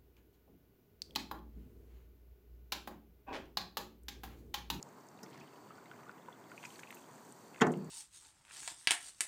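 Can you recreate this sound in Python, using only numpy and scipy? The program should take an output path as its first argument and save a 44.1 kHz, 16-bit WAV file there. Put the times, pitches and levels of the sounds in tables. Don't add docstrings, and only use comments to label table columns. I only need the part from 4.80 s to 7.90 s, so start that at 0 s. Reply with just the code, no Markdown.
import sys
import numpy as np
from scipy import signal
from scipy.fft import rfft, irfft
from scipy.io import wavfile

SR = 44100
rng = np.random.default_rng(int(sys.argv[2]) if len(sys.argv) > 2 else 0)


def store_wav(level_fs):
    pcm = np.round(np.clip(np.atleast_2d(level_fs), -1, 1) * 32767)
    wavfile.write(sys.argv[1], SR, pcm.T.astype(np.int16))


N = 136710


def from_db(db):
    return 10 ** (np.asarray(db) / 20)


def rms_one(x):
    return x / np.sqrt(np.mean(x ** 2) + 1e-20)


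def envelope(rows):
    return from_db(np.interp(np.arange(N) / SR, *np.transpose(rows)))


def at_hz(points, hz):
    frequencies, values = np.transpose(points)
    return np.interp(np.log(hz), np.log(frequencies), values)


def add(out, start_s, sound):
    i = int(start_s * SR)
    out[i:i + len(sound)] += sound[:len(out) - i]


def decay(t60, size=SR):
    return from_db(-60 * np.arange(size) / SR / t60)


def flicker(depth_db, rate_hz):
    steps = rng.standard_normal(N // 10)
    return from_db(depth_db * np.interp(np.arange(N) / SR * rate_hz, np.arange(len(steps)), steps))


def band(x, hz, width):
    edges = np.minimum(hz * np.exp([-width, width]), [.45 * SR, .48 * SR])
    return signal.sosfilt(signal.butter(2, edges, "band", fs=SR, output="sos"), x)


def noise_bands(spectrum, size=N):
    centres = 32 * 2 ** (np.arange(28) / 3)
    bands = []
    for hz in centres:
        white = rng.standard_normal(size + SR // 4)
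        bands.append(from_db(at_hz(spectrum, hz)) * band(white, hz, np.log(2) / 6)[-size:])
    return np.array(bands) / sum(bands).std(), centres


def coloured_noise(spectrum, size=N):
    return noise_bands(spectrum, size)[0].sum(0)


def damped_sine(hz, db, t60):
    t = np.arange(SR) / SR
    return from_db(db) * decay(t60) * np.sin(2 * np.pi * hz * t)


def burst(hz, width, t60):
    click = band(rng.standard_normal(SR // 8) * decay(t60, SR // 8), hz, width)
    return click / np.abs(click).max()


# frequency in Hz, relative spectral density in dB.
AIR_SPECTRUM = [(18, -84), (30, -55), (81, -23), (92, -10.5), (132, -1.5), (247, -1.5), (394, -1.5),
                (511, -6.5), (794, -5.5), (953, -4), (1440, -14), (1730, -15.5), (3320, -31), (3980, -28),
                (4540, -28), (5300, -29.5), (7830, -26), (10400, -39.5), (15000, -28)]
# time in seconds, level in dB.
WHINE_LEVELS = [(0, -85), (.5, -79), (.7, -78), (1.2, -80), (1.4, -101), (1.7, -79), (2.3, -81), (3.1, -74)]


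def air():
    bin_hz = np.maximum(np.arange(N // 2 + 1) * SR / N, 1)
    spectrum = rfft(rng.standard_normal(N)) * from_db(at_hz(AIR_SPECTRUM, bin_hz))
    hush = rms_one(irfft(spectrum, N)) * flicker(depth_db=0.86, rate_hz=27)
    whine_gain = envelope(WHINE_LEVELS) * flicker(depth_db=1.7, rate_hz=18)
    whine = rms_one(band(rng.standard_normal(N), hz=4550, width=0.035))
    return from_db(-57.5) * hush + whine_gain * whine


def bubbles(per_s, low_hz, high_hz, cycles, tilt_db=0, pitches=20, spread_db=4.5, max_spreads=3):
    out = np.zeros(N)
    for hz in np.geomspace(low_hz, high_hz, pitches):
        births = rng.random(N) < per_s / pitches / SR
        strengths = from_db(spread_db * np.minimum(rng.exponential(1, N), max_spreads))
        note = damped_sine(hz, db=tilt_db * np.log2(hz / low_hz), t60=cycles / hz)
        out += signal.fftconvolve(births * strengths, note)[:N]
    return rms_one(out)


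def droplets():
    plinks = bubbles(per_s=26, low_hz=2980, high_hz=8600, cycles=42,
                     pitches=10, spread_db=8.5, max_spreads=2)
    return from_db(-81.5) * plinks


# time in seconds, hiss level in dB.
SLIDE_LEVELS = [(0, -78), (.45, -77.5), (.58, -83), (.72, -77.5), (1.65, -77.5), (1.86, -62), (1.99, -64),
                (2.06, -69.5), (2.16, -64), (2.28, -69.5), (2.48, -67.5), (2.75, -69), (3.1, -76.5)]
# frequency in Hz, relative spectral density in dB.
SLIDE_SPECTRUM = [(150, -20), (1000, -1.5), (2500, -3.5), (4000, 0), (5200, -4), (6500, 3.5), (8300, 2),
                  (10200, -16), (12500, 1), (15000, -23)]


def shaft_slide(grains_per_s=130, spatter_db=-5.5):
    hiss = rms_one(coloured_noise(SLIDE_SPECTRUM) * flicker(depth_db=1.5, rate_hz=400))
    grains = (rng.random(N) < grains_per_s / SR) * rng.standard_normal(N)
    spatter = rms_one(band(grains, hz=7500, width=0.13))
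    return (hiss + from_db(spatter_db) * spatter) * envelope(SLIDE_LEVELS)


# time in seconds, level in dB.
SWISH_LEVELS = [(0, -101), (.49, -66), (.52, -64), (.62, -69), (.74, -64.5), (1.1, -97), (1.5, -104),
                (3.1, -84)]
# frequency in Hz, relative spectral density in dB.
SWISH_SPECTRUM = [(80, -23), (400, 4.5), (1200, -6), (2200, -11.5), (3300, -14.5), (6000, -13),
                  (12000, -29)]


def blade_swish():
    churn = coloured_noise(SWISH_SPECTRUM) * flicker(depth_db=5.5, rate_hz=130)
    return rms_one(churn) * envelope(SWISH_LEVELS)


# time in seconds, level in dB.
FIZZ_LEVELS = [(.47, -97), (.52, -64), (.61, -66.5), (.68, -73), (.85, -90)]
# time in seconds, level in dB.
GURGLE_LEVELS = [(0, -99), (.48, -96), (.56, -68), (.75, -74), (1.1, -66), (1.4, -67.5), (1.62, -69.5),
                 (1.85, -64), (2.12, -69), (2.35, -67.5), (2.65, -95), (2.77, -58.5), (3.1, -74.5)]


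def trickle():
    fizz = bubbles(per_s=980, low_hz=1740, high_hz=5200, cycles=21, tilt_db=-5.5)
    gurgle = bubbles(per_s=340, low_hz=978, high_hz=3560, cycles=43, tilt_db=-3)
    return fizz * envelope(FIZZ_LEVELS) + gurgle * envelope(GURGLE_LEVELS)


# start in seconds, bubble peak in dB, initial pitch in Hz,
# bubble T60 in seconds, splash peak in dB.
DROPS = [(.389, -63, 2720, .015, -54.5), (.462, -65, 3400, .015, -52.5), (.611, -52, 2450, 0.066, -63),
         (.906, -44, 1240, 0.05, -72), (0.981, -47.5, 1400, 0.041, -62), (1.057, -55, 2010, 0.025, -64),
         (1.1138, -42.5, 1406, 0.018, -46), (1.232, -50.5, 1250, .014, -53.5),
         (1.267, -50, 1200, 0.035, -73), (1.279, -52, 1410, .03, -70), (1.294, -38.5, 1395, 0.013, -76),
         (1.485, -39, 950, 0.029, -59), (1.527, -53.5, 3340, 0.011, -72), (1.717, -43, 1420, 0.021, -51),
         (1.778, -39.5, 2420, 0.021, -64), (1.8293, -53, 3090, 0.015, -46), (1.838, -43.5, 970, 0.013, -41),
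         (1.8515, -38.5, 2415, 0.022, -44), (1.904, -50.5, 3100, 0.0091, -52),
         (1.958, -50, 4370, 0.024, -52), (1.992, -43, 1640, 0.011, -48.5),
         (2.033, -41.5, 2250, 0.011, -42.5), (2.072, -50.5, 2510, 0.033, -60),
         (2.105, -43, 1840, 0.014, -38), (2.1256, -44.5, 1100, 0.0056, -44),
         (2.170, -51.5, 2560, 0.017, -55), (2.745, -53, 2040, .018, -49), (2.760, -54, 1580, .018, -47.5),
         (2.78, -53, 2400, .015, -59), (2.803, -39.5, 2000, 0.034, -63), (2.938, -47, 2830, 0.0092, -46)]


def drips(rise_per_s=7.3, attack_s=0.00033, roughness=0.39):
    out, t = np.zeros(N), np.arange(SR // 8) / SR
    for start_s, db, hz, t60, splash_db in DROPS:
        glide = np.sin(2 * np.pi * hz * (t + rise_per_s * t * t / 2))
        attack = 1 - np.exp(-t / attack_s)
        wobble = 1 + roughness * rms_one(band(rng.standard_normal(len(t)), hz=250, width=0.67))
        note = glide * attack * decay(t60, len(t)) * wobble
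        add(out, start_s, from_db(db) * note / np.abs(note).max())
        add(out, start_s, from_db(splash_db) * burst(hz=2310, width=0.21, t60=0.013))
    return out


def scattered(direct, echo_db=-10):
    tail = rng.standard_normal(SR // 8) * decay(t60=0.12, size=SR // 8)
    return direct + from_db(echo_db) * signal.fftconvolve(direct, tail / np.linalg.norm(tail))[:N]


# start in seconds, peak in dB, centre in Hz, T60 in seconds.
LIGHT_IMPACTS = [(0.0274, -33, 6220, 0.0057), (.089, -54.5, 6960, .006), (0.287, -48, 6350, 0.012),
                 (0.4304, -44, 5750, 0.055), (0.4318, -50, 11600, 0.031), (0.502, -51.5, 7500, 0.005),
                 (0.599, -53.5, 5400, .035), (1.8533, -45, 6070, 0.034), (1.995, -45, 6800, 0.011),
                 (2.001, -47, 7640, 0.0064), (1.9495, -50, 6040, 0.0043), (2.109, -48, 12300, .01),
                 (2.149, -44, 14500, .03), (2.5236, -44, 7700, 0.0056), (2.867, -41.5, 6640, 0.049),
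                 (2.918, -45.5, 7400, 0.054), (2.973, -53, 7500, .008), (3.044, -54, 7260, 0.049)]


def ticks(skirt_db=-14):
    out = np.zeros(N)
    for start_s, db, hz, t60 in LIGHT_IMPACTS:
        tick = burst(hz, width=0.16, t60=t60)
        skirt = burst(hz=9000, width=0.35, t60=t60)
        add(out, start_s, from_db(db) * (tick + from_db(skirt_db) * skirt))
    return out


# frequency in Hz, relative spectral density in dB.
PLATE_SPECTRUM = [(40, -8), (95, 0), (160, -6), (320, 3.5), (600, -2.5), (780, -5), (1020, -5.5),
                  (1400, -6), (1700, -1.5), (3000, -9), (4200, -17.5), (6800, -16), (10500, -39),
                  (15000, -21)]
# frequency in Hz, T60 in seconds.
PLATE_DECAY = [(100, 1.4), (260, 0.74), (700, 0.49), (1700, 0.21), (3000, 0.1), (4500, 0.14), (12000, 0.05)]
# frequency in Hz, relative spectral density in dB.
CRACK_SPECTRUM = [(100, -24), (400, -7), (900, 8.5), (1500, 0), (3000, -0.5), (4000, -21.5), (6500, -1.5),
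                  (10500, -29), (15000, -18)]
# frequency in Hz, relative level in dB, T60 in seconds.
HULL_MODES = [(144.5, -36, 1.5), (158.8, -38.5, 1.07), (191.2, -42, 1.1), (247, -35, 0.8),
              (322, -25.5, 0.41), (351, -34.5, 0.46), (386.8, -38.5, 0.54), (446.2, -31, 0.49),
              (532, -41.5, 0.25), (680, -38, 0.39), (734, -27.5, 0.21), (844, -35, 0.17), (959, -33, 0.093),
              (996, -38.5, 0.335), (1099, -38, 0.29), (1212, -29, 0.117), (1253, -42, 0.26),
              (1378, -28, 0.14), (1430, -32.5, 0.054), (1535, -29.5, 0.089), (1747, -29.5, 0.124),
              (1884, -30, 0.14), (2176, -37.5, 0.2)]
WOOD_MODES = [(267, -25, 0.085), (429, -29.5, 0.15), (1432, -17.5, 0.032), (3242, -29, .04)]


def impact_response(plate_db=-28.5, crack_db=-16):
    bands, centres = noise_bands(PLATE_SPECTRUM, SR)
    plate = sum(noise * decay(at_hz(PLATE_DECAY, hz)) for noise, hz in zip(bands, centres))
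    crack = coloured_noise(CRACK_SPECTRUM, SR) * decay(t60=0.034)
    hull = sum(damped_sine(*mode) * flicker(depth_db=2, rate_hz=36.1)[:SR] for mode in HULL_MODES)
    thud = sum(damped_sine(*mode) for mode in WOOD_MODES)
    return hull + thud + from_db(plate_db) * plate + from_db(crack_db) * crack


# start in seconds, impulse in dB, contact time in ms.
SHAFT_CONTACTS = [(0.4315, -32, 0.68), (0.4363, -26, 1.1), (2.8098, -18.5, 0.045), (2.814, -12, 0.097),
                  (2.8176, -19, 0.13), (2.8179, -1.5, 0.2), (2.8223, -1.5, 1.27), (2.848, -11.5, 1.9),
                  (2.8681, -8, 0.85)]


def hull_knocks(radiation_cutoff_hz=140):
    force, ms = np.zeros(N), np.arange(400) * 1000 / SR
    for start_s, db, contact_ms in SHAFT_CONTACTS:
        push = ms * np.exp(-5 * ms / contact_ms)
        add(force, start_s, from_db(db) * push / push.sum())
    vibration = signal.fftconvolve(force, impact_response())[:N]
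    radiation = signal.butter(4, radiation_cutoff_hz, "high", fs=SR, output="sos")
    return signal.sosfilt(radiation, vibration)


def scene():
    knocks = hull_knocks()
    water = scattered(drips() + trickle()) + blade_swish()
    return (knocks + water + ticks() + shaft_slide() + air() + droplets())[None]


def record(dry, low_hz=40, high_hz=15400):
    bass_cut = signal.butter(2, low_hz, "high", fs=SR, output="sos")
    top_cut = signal.ellip(10, .1, 70, high_hz, fs=SR, output="sos")
    return signal.sosfilt(top_cut, signal.sosfilt(bass_cut, dry))


dry = scene()
out = record(dry)
store_wav(out)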